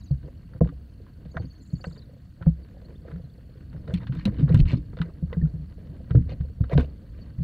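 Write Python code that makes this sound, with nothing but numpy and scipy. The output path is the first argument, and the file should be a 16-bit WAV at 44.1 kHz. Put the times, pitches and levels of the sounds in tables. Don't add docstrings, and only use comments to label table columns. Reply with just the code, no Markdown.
import sys
import numpy as np
from scipy import signal
from scipy.fft import rfft, irfft, next_fast_len
from scipy.io import wavfile
from scipy.ndimage import uniform_filter1d, minimum_filter1d, map_coordinates

SR = 44100
rng = np.random.default_rng(int(sys.argv[2]) if len(sys.argv) > 2 else 0)


def decibels_to_gain(level_db):
    exponent = np.asarray(level_db, float) / 20
    return 10 ** exponent


def bounce(signal):
    frames = np.transpose(np.atleast_2d(signal))
    limited = np.clip(frames, -1, 1)
    pcm = np.round(limited * 32767).astype(np.int16)
    wavfile.write(sys.argv[1], SR, pcm)


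N = 327663

# frequency in Hz, level in dB, decay time T60 in seconds.
BOARD_MODES = [(360, -2, .07), (500, 0, .07), (665, -8, .06)]
# frequency in Hz, bandwidth in Hz, level in dB.
CAVITY_MODES = [(964, 147, -0.5), (1280, 370, -3.5), (1400, 75, -1.5), (1550, 140, -2.5), (1930, 290, -4.5)]
# frequency in Hz, bandwidth in Hz, level in dB.
UPPER_MODES = [(2230, 430, 4.5), (2854, 294, 9.5), (2980, 347, 7.5), (3665, 110, 3), (4180, 290, 1)]
# frequency in Hz, level in dB.
BRIGHT_EDGE = [(4500, -120), (5000, 0), (8000, -2), (11000, -7), (15500, -13)]


def unit(x):
    return x / np.sqrt(np.mean(x ** 2) + 1e-20)


def along(points, hz, axis=1):
    p = np.array(points)
    return np.interp(np.log(hz + 1), np.log(p[:, 0] + 1), p[:, axis])


def wobble(rate):
    knots = rng.standard_normal(int(N * rate / SR) + 4)
    return map_coordinates(knots, [np.arange(N) * rate / SR])


def filtered(x, response):
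    m = next_fast_len(N + SR // 2)
    return irfft(rfft(x, m) * response(np.fft.rfftfreq(m, 1 / SR)), m)[..., :N]


def resonant(x, modes):
    def ring(f):
        total = 0
        for k, (centre, width, db) in enumerate(modes):
            total = total + (-1) ** k * decibels_to_gain(db) * 1j * f * width / (centre * centre - f * f + 1j * f * width)
        return total

    return filtered(x, ring) / np.sqrt(np.mean(abs(ring(np.arange(SR / 2))) ** 2))


def narrow_band(hz, width):
    once = resonant(rng.standard_normal(N), [(hz, width, 0)])
    return unit(resonant(once, [(hz, width, 0)]))


def noise(spectrum):
    return unit(filtered(rng.standard_normal(N), lambda hz: decibels_to_gain(along(spectrum, hz))))


def patchy(x, depth_db):
    z = signal.stft(x, nperseg=256)[2]
    field = uniform_filter1d(rng.standard_normal(z.shape[-2:]), size=4, axis=0)
    field = uniform_filter1d(field, size=5, axis=1)
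    return signal.istft(z * decibels_to_gain(depth_db * unit(field)), nperseg=256)[1][..., :N]


def muffled(x):
    return filtered(x, lambda hz: 1 / (1 + 1j * hz / 9000 - (hz / 4700) ** 2 + .45j * hz / 4700) ** 2)


def add(track, s, x):
    part = track[max(round(s * SR), 0):][:len(x)]
    part += x[:len(part)]


def hiss():
    # frequency in Hz, level in dB per Hz.
    air_spectrum = [(410, -32.5), (700, 1), (799, -14.5), (1590, -6), (2360, -15.5), (2840, -11),
                    (3420, -15), (4390, -17), (5010, -21.5), (6110, -23), (14000, -23), (15600, -23.5),
                    (16500, -47)]
    return decibels_to_gain(-71.5) * unit(patchy(noise(air_spectrum), 2.7))


def whine():
    # first burst in seconds, frequency in Hz, bandwidth in Hz, level in dB.
    leak = (-3.5, 4391.5, 379.5, -74.5)
    first, hz, width, db = leak
    away = ((np.arange(N) / SR - first) * 25 + .5) % 1 - .5
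    gate = .45 + np.exp(-(away / .08) ** 2) * decibels_to_gain(2.5 * wobble(20))
    return decibels_to_gain(db) * gate * narrow_band(hz, width)


def whistle(s, hz, db, flutter_db):
    t = np.arange(s[0], s[-1], 1 / SR)
    step = np.interp(t, s, np.arange(len(s)))
    eased = np.floor(step) + (1 - np.cos(np.pi * (step % 1))) / 2
    pitch, level = (np.interp(eased, np.arange(len(s)), v) for v in (hz, db))
    phase = 2 * np.pi * np.cumsum(pitch * (1 + 0.018 * wobble(150)[:len(t)])) / SR
    tone = np.sin(phase) + .03 * np.sin(2 * phase)
    return decibels_to_gain(level + flutter_db * wobble(160)[:len(t)]) * np.sqrt(2) * tone


def trill(ratio, high_db, trough_db, high_until, warbles):
    s, hz, db, crest_hz, crest_db = np.transpose(warbles)
    crest_s = s + np.append(.48 * np.diff(s), .012)
    pairs = [s, crest_s], [hz, crest_hz], [db, crest_db]
    s, hz, db = (np.ravel(pair, order="F") for pair in pairs)
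    high_db = high_db + np.resize([trough_db, 0], len(s)) + 2 * rng.standard_normal(len(s))
    high_db = high_db - 20 * (s > high_until)
    both = whistle(s, hz, db - 3.5, 4) + whistle(s, ratio * hz, high_db, 3.5)
    return s[0], both[max(round(-s[0] * SR), 0):]


def songbirds():
    # pitch ratio, level in dB, loss in the troughs in dB, stop in seconds.
    upper_voices = [(1.33, -74, 0, .1), (1.26, -76, -8, 1.81)]
    # trough time in seconds, trough frequency in Hz, trough level in dB,
    # next crest frequency in Hz, crest level in dB.
    courses = [
        [(-.028, 4000, -64, 5400, -68), (.022, 3950, -63, 5200, -67), (.077, 3880, -66, 4750, -66),
         (.103, 4600, -84, 4350, -63)],
        [(1.3, 4700, -92, 5300, -92), (1.345, 4800, -92, 5100, -92), (1.405, 4400, -59, 5250, -96),
         (1.456, 4650, -66, 5250, -96), (1.513, 4400, -60, 5250, -96), (1.559, 4200, -60, 5050, -90),
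         (1.613, 4150, -60, 5400, -92), (1.664, 4030, -62, 5200, -88), (1.712, 4080, -63, 5600, -88),
         (1.764, 4250, -59, 5650, -92), (1.814, 4520, -57, 6300, -68), (1.862, 4350, -56, 5350, -63),
         (1.915, 3600, -64, 5050, -61), (1.963, 3560, -63, 4800, -59), (2.008, 3560, -68, 4080, -58),
         (2.04, 3650, -68, 3600, -99)],
    ]
    # start in seconds, length in seconds, first and last frequency in Hz, level in dB.
    chirps = [(1.294, 0.04, 3600, 4920, -68.5), (1.61, .035, 6900, 7600, -71),
              (1.849, 0.014, 8400, 7600, -66), (1.86, 0.021, 5700, 6600, -64),
              (1.866, .018, 7000, 8500, -64), (1.894, .016, 8500, 7000, -68),
              (2.62, 0.039, 4630, 4400, -75.5), (2.837, 0.03, 4040, 4500, -66.5),
              (2.947, 0.026, 3180, 3750, -66), (3.235, 0.026, 4030, 4300, -66.5),
              (3.286, 0.027, 3160, 3650, -70), (3.563, .03, 3500, 3170, -73),
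              (3.758, 0.058, 5270, 5030, -70), (7.198, 0.052, 4520, 4420, -69)]
    # frequency in Hz, bandwidth in Hz, level in dB.
    rasp = (7200, 1300, -77)
    rasp_span = (1.61, 2.01)
    out = np.zeros(N)
    for voice, course in zip(upper_voices, courses):
        add(out, *trill(*voice, course))
    for s, length, from_hz, to_hz, db in chirps:
        note = whistle([0, length], [from_hz, to_hz], [db, db], 1.7)
        add(out, s, note * np.hanning(len(note)))

    (s, end), (hz, width, db) = rasp_span, rasp
    size = round((end - s) * SR)
    pulses = np.sin(np.pi * 88 * np.arange(N) / SR + .5 * wobble(30)) ** 4
    buzz = narrow_band(hz, width) * decibels_to_gain(3 * wobble(60)) * 1.6 * pulses
    add(out, s, decibels_to_gain(db) * buzz[:size] * signal.windows.tukey(size, .2))

    def wall_response(hz):
        peak = .9 * np.exp(-((hz - 4450) / 170) ** 2)
        dip = .55 * np.exp(-((hz - 5600) / 400) ** 2)
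        return .75 + peak - dip

    through = filtered(out, wall_response)
    t = np.arange(SR // 4) / SR
    echoes = rng.standard_normal(len(t)) * (decibels_to_gain(-60 * t / .022) + .07 * decibels_to_gain(-60 * t / .2))
    echoes = echoes / np.linalg.norm(echoes)
    return through + decibels_to_gain(-4) * signal.fftconvolve(through, echoes)[:N]


def shuffle():
    # time in seconds, level of weight shifting in dB.
    restlessness = [(0.0, -42.5), (0.93, -45.5), (1.9, -42.5), (2.21, -47), (3.1, -42), (3.37, -45.5),
                    (3.99, -35.5), (4.3, -34.5), (4.61, -26), (4.78, -36.5), (5.05, -42.5), (5.48, -36.5),
                    (5.75, -41), (6.15, -39.5), (6.308, -31), (6.43, -40.5), (7.01, -42.5), (7.43, -39.5)]
    # frequency in Hz, level in dB per Hz.
    weight_spectrum = [(12, -46.5), (20, -13.5), (32, -11), (54, -1.5), (70, -1), (91, -4.5), (161, -9),
                       (206, -13.5), (320, -21), (420, -64), (700, -120)]
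    # frequency in Hz, level in dB per Hz.
    litter_spectrum = [(150, -28), (260, 0), (392, -2.5), (506, -2), (683, -11), (807, -22), (900, -17),
                       (1170, -58.5), (1980, -120)]
    weight_db = np.interp(np.arange(N) / SR, *np.transpose(restlessness))
    litter_db = -62 + 0.7 * (weight_db + 43)
    clumps = wobble(25)
    weight = unit(noise(weight_spectrum) * decibels_to_gain(0.75 * wobble(11)))
    litter = unit(noise(litter_spectrum) * decibels_to_gain(3.2 * clumps + 2.5 * wobble(6)))
    grains = patchy(rng.standard_normal((2, N)) * decibels_to_gain(3.1 * clumps + 4.6 * wobble(210)), 1.4)
    stir = unit(resonant(grains[0], CAVITY_MODES))
    stir = stir + decibels_to_gain(-6.0) * unit(muffled(resonant(grains[1], UPPER_MODES)))
    return decibels_to_gain(weight_db) * weight + decibels_to_gain(litter_db) * (litter + decibels_to_gain(-12.0) * stir)


def scuffs():
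    # start in seconds, length in seconds, level in dB, brightness in dB, hollowness in dB.
    drags = [(0.232, 0.089, -70.5, -13, 20.5), (1.338, 0.035, -59, -36, 6.5), (2.04, 0.13, -72, -20, 13),
             (3.02, 0.17, -64, -10.5, 13), (3.869, 0.071, -57, -11, 15), (3.937, 0.058, -60, 5, -14),
             (3.998, 0.064, -53, -14, -1), (4.147, 0.11, -57, -2.5, -25), (4.267, 0.024, -46.5, -13, 9),
             (4.323, 0.07, -61, -4.5, -5), (4.386, 0.06, -50, -9.5, 7.5), (4.478, 0.038, -50.5, -10, 11),
             (4.512, 0.025, -50, -8, 9.5), (4.586, 0.029, -53, 8.5, 8), (4.657, 0.1, -49.5, 1.5, -4),
             (4.705, 0.065, -56, -0.5, 11), (4.752, 0.039, -62.5, 5.5, 0.5), (5.003, 0.13, -62, -18, 9),
             (5.289, 0.086, -62, -33.5, 12), (6.282, 0.065, -55.5, 0, 1), (6.706, 0.041, -49.5, -6.5, 13.5),
             (6.727, 0.033, -46, -4, 0), (6.763, 0.1, -56.5, -0.5, 17.5), (7.1, 0.18, -69, -4, 10.5)]
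    size = np.zeros((3, N))
    for s, length, db, bright_db, hollow_db in drags:
        swell = np.hanning(round(length * SR)) ** .5
        for track, extra_db in zip(size, (0, bright_db, hollow_db)):
            add(track, s, decibels_to_gain(db + extra_db) * swell)
    grit = patchy(rng.standard_normal((3, N)) * decibels_to_gain(1.2 * wobble(90) + 3.5 * wobble(400)), 3.4)
    cavity = unit(resonant(grit[0], CAVITY_MODES))
    upper = unit(muffled(resonant(grit[1], UPPER_MODES)))
    edge = unit(filtered(grit[1], lambda hz: decibels_to_gain(along(BRIGHT_EDGE, hz))))
    upper += np.minimum(20 * size[1], .04) * edge
    hollow = unit(resonant(grit[2], [(f, 90, g) for f, g, _ in BOARD_MODES]))
    return size[0] * cavity + size[1] * upper + size[2] * hollow


def snaps():
    # time in seconds, peak level in dB.
    cracks = [(3.9393, -43.5), (4.15, -57.5), (4.2538, -40.5), (4.5444, -38.5), (4.5742, -53),
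              (4.5884, -57.5), (5.017, -55.5), (6.1526, -55.5), (6.7334, -55.5), (6.777, -51.5),
              (6.806, -51.5)]
    out, t = np.zeros(N), np.arange(SR // 10) / SR
    decay = decibels_to_gain(-60 * t / 0.023) + 0.25 * decibels_to_gain(-60 * t / 0.045)
    for s, db in cracks:
        add(out, s, decibels_to_gain(db - 0.5) * decay * rng.standard_normal(len(t)))
    return filtered(out, lambda hz: decibels_to_gain(along(BRIGHT_EDGE, hz)))


def pings():
    # time in seconds, peak level in dB, frequency in Hz.
    strikes = [(.609, -30.5, 1045), (.69, -41.5, 1194), (1.841, -45, 2770), (4.69, -42.5, 1900),
               (5.328, -35.5, 1047), (5.33, -36, 1993), (5.415, -43, 1800), (5.455, -49.5, 1400)]
    out, t = np.zeros(N), np.arange(SR // 10) / SR
    for s, db, hz in strikes:
        envelope = decibels_to_gain(db - 60 * t / .035) * (1 - np.exp(-t / 0.00079))
        add(out, s, envelope * np.sin(2 * np.pi * hz * t))
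    return out


def taps():
    # time in seconds, peak level in dB, pitch in Hz.
    side_walls = [(0.103, -39.5, 228), (0.607, -15.5, 225), (0.688, -35, 280.4), (1.002, -44, 241),
                  (1.35, -36, 240), (1.438, -34, 257), (1.599, -42.5, 272), (1.733, -38.5, 256),
                  (2.461, -26.5, 220.4), (3.884, -47.5, 224), (3.935, -33.5, 225), (3.977, -43.5, 228),
                  (4.071, -37, 235), (4.127, -32.5, 264), (4.257, -26.5, 234), (4.347, -50.5, 222),
                  (4.384, -24.5, 235), (4.407, -23.5, 276.6), (4.473, -34.5, 225), (4.539, -15.5, 231.3),
                  (4.588, -22.5, 232.3), (4.731, -19, 240), (4.773, -29, 289), (5.003, -34.5, 273),
                  (5.218, -34, 223), (5.359, -43.5, 272), (5.413, -25, 224), (5.468, -42, 225),
                  (5.539, -50, 287), (5.597, -47, 250), (5.911, -50, 227), (6.103, -35.5, 229),
                  (6.149, -19.5, 295.7), (6.189, -24.5, 239.5), (6.29, -42, 252), (6.399, -54, 233),
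                  (6.606, -27.5, 247), (6.717, -46.5, 225), (6.736, -33, 225), (6.779, -14, 245.2),
                  (6.995, -47.5, 231), (7.391, -34.5, 221)]
    # time in seconds, peak level in dB, pitch in Hz.
    toe_taps = [(0.279, -42.5, 550), (0.56, -46, 518), (0.61, -12, 479), (0.722, -42.5, 490),
                (1.001, -45, 443), (1.344, -36, 493), (1.372, -29, 669), (1.42, -46, 452),
                (1.444, -45, 503), (1.602, -50, 432), (1.703, -52, 439), (1.841, -32.5, 540),
                (1.927, -51, 500), (1.969, -45.5, 433), (2.013, -52, 447), (2.094, -45.5, 490),
                (2.132, -48, 563), (2.164, -48, 514), (2.643, -53.5, 480), (2.745, -47.5, 526),
                (2.767, -45, 556), (2.82, -45, 507), (2.852, -51, 507), (2.894, -43.5, 466),
                (2.957, -46.5, 353), (3.051, -39, 514), (3.088, -46, 440), (3.107, -58, 447),
                (3.135, -57, 500), (3.159, -42, 436), (3.196, -42, 506), (3.237, -51, 487),
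                (3.382, -45.5, 502), (3.492, -46.5, 490), (3.555, -45.5, 427), (4.272, -31, 492),
                (4.395, -36, 420), (4.518, -38.5, 362), (4.61, -34.5, 355), (4.971, -35, 501),
                (5.304, -47.5, 355), (5.327, -29, 483), (5.683, -59, 458), (5.78, -42.5, 453),
                (6.001, -42, 510), (6.077, -48.5, 538), (6.149, -27, 359), (6.261, -48, 430),
                (6.29, -35, 518), (6.318, -32.5, 540), (6.448, -44, 507), (6.497, -45.5, 448),
                (6.585, -52, 482), (6.639, -40, 484), (6.698, -33.5, 530), (6.719, -32, 351),
                (6.835, -43.5, 488), (6.938, -50, 371)]
    out, t = np.zeros(N), np.arange(SR // 5) / SR
    for rows, t60, rise in ((side_walls, 0.12, .002), (toe_taps, 0.05, .001)):
        for s, db, hz in rows:
            luck = rng.standard_normal(2)
            own = np.sin(2 * np.pi * hz * t)
            neighbour = np.sin(2 * np.pi * hz * (1.25 + 0.11 * luck[1]) * t)
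            pair = own + decibels_to_gain(-8.5 + 1.5 * luck[0]) * neighbour
            add(out, s, decibels_to_gain(db + 1.5 - 60 * t / t60) * (1 - np.exp(-t / rise)) ** 2 * pair)
    return out


def claws():
    # time in seconds, peak level in dB, brightness in dB.
    walking_ticks = [(0.535, -43.5, -26), (0.562, -42.5, -20), (0.609, -35.5, -14), (0.645, -38, -12.5),
                     (0.673, -35.5, -9), (0.69, -36, -12), (1.369, -17, -20), (1.794, -46, -22),
                     (1.842, -22, -15), (1.911, -44, -15), (2.415, -39, -23), (2.425, -30, -14.5),
                     (2.461, -35.5, -25), (2.817, -49, -4), (3.085, -39, -14), (3.115, -35.5, -16),
                     (3.159, -42.5, -13), (5.329, -30, -7), (6.101, -42, -23), (6.108, -27.5, -9.5),
                     (6.153, -29, -14), (6.408, -41, -7.5), (6.607, -42.5, -11), (6.64, -34, -11)]
    # time in seconds, peak level in dB, brightness in dB.
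    quill_raps = [(3.729, -40, -9), (3.763, -42.5, -15), (3.842, -49, -14), (3.877, -35, -6.5),
                  (3.906, -33.5, -16), (3.94, -37, 11), (4.003, -37.5, -18), (4.033, -40, -5),
                  (4.07, -29, -4.5), (4.151, -36.5, -7), (4.198, -48, -19), (4.254, -27, 7.5),
                  (4.272, -42, 3), (4.29, -34, -21), (4.343, -45, -2), (4.396, -31.5, -9),
                  (4.489, -35.5, -10.5), (4.594, -44, 4), (4.545, -19, -4), (4.574, -41, 7),
                  (4.931, -40.5, -31), (4.97, -33.5, -5.5), (4.988, -31.5, -9), (5.016, -20.5, -7)]
    # time in seconds, peak level in dB, brightness in dB.
    skids = [(1.251, -51.5, -2), (1.421, -45, -6), (1.96, -46, -11.5), (4.123, -36.5, -5), (4.384, -40, -2),
             (4.479, -33, -40), (4.655, -39.5, -1), (6.289, -50.5, -17.5), (6.696, -37.5, -6.5)]
    # time in seconds, peak level in dB, brightness in dB.
    stutters = [(4.682, -46, -10), (4.722, -42.5, -4), (6.719, -43, 0), (6.777, -17.5, -2.5),
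                (6.796, -22.5, -8.5), (6.808, -26.5, -7.5), (6.818, -40, -2), (6.845, -52, 2)]
    drive, rung, t = np.zeros((2, N)), np.zeros(N), np.arange(SR // 4) / SR
    for rows, t60 in ((walking_ticks, .042), (quill_raps, .05), (skids, .16), (stutters, .042)):
        tail = decibels_to_gain(-60 * t / t60) * (1 - np.exp(-t / 0.0015))
        for s, db, bright_db in rows:
            luck, grit = rng.standard_normal((2, 12)), rng.standard_normal((2, len(t)))
            add(drive[0], s, decibels_to_gain(db - 14.5) * tail * grit[0])
            add(drive[1], s, decibels_to_gain(db + bright_db - 16) * tail * grit[1])
            modes = list(CAVITY_MODES) + [(f, w, g + bright_db - 3.0) for f, w, g in UPPER_MODES]
            tick = np.zeros(len(t))
            for k, (f, width, g) in enumerate(modes):
                decay = decibels_to_gain(g + 2.8 * luck[0, k]) * np.exp(-1.5 * np.pi * width * t)
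                tick += decay * np.sin(2 * np.pi * f * (1 + .05 * luck[1, k]) * t)
            add(rung, s, decibels_to_gain(db - 9) * tick * (1 - np.exp(-t / .0005)))
    return muffled(rung + resonant(drive[0], CAVITY_MODES) + resonant(drive[1], UPPER_MODES))


def thumps():
    # time in seconds, peak level in dB, panel pitch in Hz, knock level in dB.
    footfalls = [(0.107, -15, 136, -26), (0.237, -33, 155.4, -14), (0.549, -37, 102, -12),
                 (0.61, -10.5, 158, -15.5), (0.658, -18, 135, -17.5), (1.255, -37.5, 156.5, -9),
                 (1.361, -24.5, 159, -17), (1.398, -25.5, 103, -13.5), (1.728, -23, 128, -29),
                 (1.802, -46, 115, -2), (1.867, -23.5, 165, -16), (2.41, -32.5, 111, -11),
                 (2.465, -10, 162.7, -21), (3.122, -23.5, 155, -50), (5.224, -18, 170, -30),
                 (5.367, -18.5, 169.3, -23), (5.424, -12.5, 154.3, -30), (5.535, -19, 152, -48.5),
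                 (5.593, -23.5, 150, -47), (5.894, -30.5, 161, -33), (6.106, -17, 125, -17),
                 (6.148, -5, 121.3, -23.5), (6.199, -19, 145, -39.5), (6.4, -13, 134.7, -32.5),
                 (6.603, -12.5, 108.8, -26), (6.729, -18.5, 143, -21.5), (6.751, -10.5, 147.7, -22.5),
                 (6.78, -9.5, 140.3, -8.5), (7.38, -12, 132, -63.5)]
    # time in seconds, peak level in dB, panel pitch in Hz, knock in dB.
    wing_blows = [(3.747, -31, 154.5, -13), (3.881, -32, 122, -5), (3.934, -13, 174.7, -32.5),
                  (4.094, -19.5, 130.8, -27.5), (4.155, -22.5, 153.4, -16.5), (4.254, -15, 203.8, -21.5),
                  (4.277, -16.5, 113.3, -26), (4.386, -18.5, 106, -39.5), (4.425, -10, 140.5, -31.5),
                  (4.49, -13.5, 113, -31.5), (4.502, -10, 137.4, -31.5), (4.54, -4.5, 111.6, -26.5),
                  (4.59, -9, 137.7, -30.5), (4.653, -18, 106, -32), (4.731, -11, 126, -21.5),
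                  (4.932, -34.5, 153, -10.5), (4.998, -17.5, 66.5, -21)]
    # time in seconds, peak level in dB, panel pitch in Hz, knock level in dB.
    foot_shifts = [(0.814, -39.5, 76, -41), (1.44, -30, 134.6, -33), (1.898, -30, 80, -42),
                   (3.165, -32.5, 145, -35), (3.232, -35, 140, -32), (5.046, -31.5, 71.5, -51),
                   (6.254, -21.5, 89.4, -43)]
    # frequency in Hz, level in dB, share of the decay time.
    panel_modes = [(136.7, 0, 0.8), (167.3, 1, 0.86)]
    # frequency in Hz, level in dB, decay time T60 in seconds.
    mount_modes = [(42, -7, 0.3), (68.87, 4, 0.32)]
    grips = [.141, 0.648, 1.742, 2.497, 3.958, 4.295, 4.466, 4.569, 4.616, 5.249, 5.4, 5.47, 6.186, 6.425,
             6.623, 6.805]
    # period in seconds, level in dB, decay time T60 in seconds.
    lurch = (0.03, -7, 0.15)
    out, t = np.zeros(N), np.arange(SR // 2) / SR

    def ring(hz, db, t60, rise):
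        decay = decibels_to_gain(db - 60 * t / max(t60, .02))
        return decay * np.sin(2 * np.pi * hz * t) * (1 - np.exp(-t / rise)) ** 2

    blows = [(*r, -12) for r in footfalls] + [(*r, -18) for r in wing_blows + foot_shifts]
    for s, db, hz, knock_db, sway_db in blows:
        sway_db += 0.19 * (knock_db + 21)
        luck = rng.normal(0, 1, 24)
        rise = 0.0022 * decibels_to_gain(-.35 * (knock_db + 17.0))
        grip = min([g - s for g in grips if 0 < g - s < .055], default=None)
        x = -ring(hz, 0, 0.11 if grip is None else 0.28, rise)
        for k, (f, g, share) in enumerate(panel_modes):
            panel = ring(f * (1 + 0.018 * luck[k]), g - 7 + 4.85 * luck[k + 4], 0.19 * share, 1.8 * rise)
            x += panel * np.sign(luck[k + 8])
        if grip:
            x *= decibels_to_gain(np.interp(t, [grip, grip + .004, grip + .2], [-2.5, -11, -44]))
        for k, (f, g, t60) in enumerate(mount_modes):
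            x += ring(f * (1 + 0.078 * luck[k + 12]), g + sway_db, t60, 0.003)
        for k, (f, g, t60) in enumerate(BOARD_MODES):
            board_db = g + knock_db - 2.5 + 2.0 * luck[k + 20]
            x -= ring(f * (1 + 0.093 * luck[k + 16]), board_db, t60, 0.22 * rise)
        add(out, s, decibels_to_gain(db + 3.5) * x)
    period, db, t60 = lurch
    add(out, 4.603, -ring(1 / period, db + 6.5, t60, 0.01))
    return out


def scene():
    outside = hiss() + whine() + songbirds()
    owl = shuffle() + scuffs() + snaps() + pings() + taps() + claws() + thumps()
    mono = outside + owl
    return np.array([mono, mono])


def band_limit(x):
    return signal.sosfilt(signal.butter(12, 16620, fs=SR, output="sos"), x)


def record(dry):
    skip = (0.5975, .608)
    # frequency in Hz, right-left level in dB, phase in radians.
    spread = [(220, 0, .15), (330, 1.5, .27), (460, 3.4, .05), (660, 1.4, -.22), (770, -.3, 0),
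              (950, 2, .33), (1220, 4.5, 0), (1550, 1, -.4), (2100, -1.6, -.25), (2800, -3, 0),
              (4200, -2.5, 0), (6500, -1, 0), (10000, -.5, .05)]
    need = np.minimum(1, .585 / (abs(dry[0]) + 1e-9))
    held = dry * uniform_filter1d(minimum_filter1d(need, size=257), size=257)
    corners = np.repeat(skip, 2) + [-.002, 0, 0, .0003]
    held = held * np.interp(np.arange(N) / SR, corners, [1, .03, .03, 1])

    def spreading(hz):
        phase = along(spread, hz, axis=2) * np.clip(hz / 220, 0, 1) ** 2
        half = decibels_to_gain(along(spread, hz) / 2) * np.exp(.5j * phase)
        return np.array([1 / half, half]) * (hz < 15800)

    wide = filtered(held, spreading)
    return band_limit(wide)


dry = scene()
out = record(dry)
bounce(out)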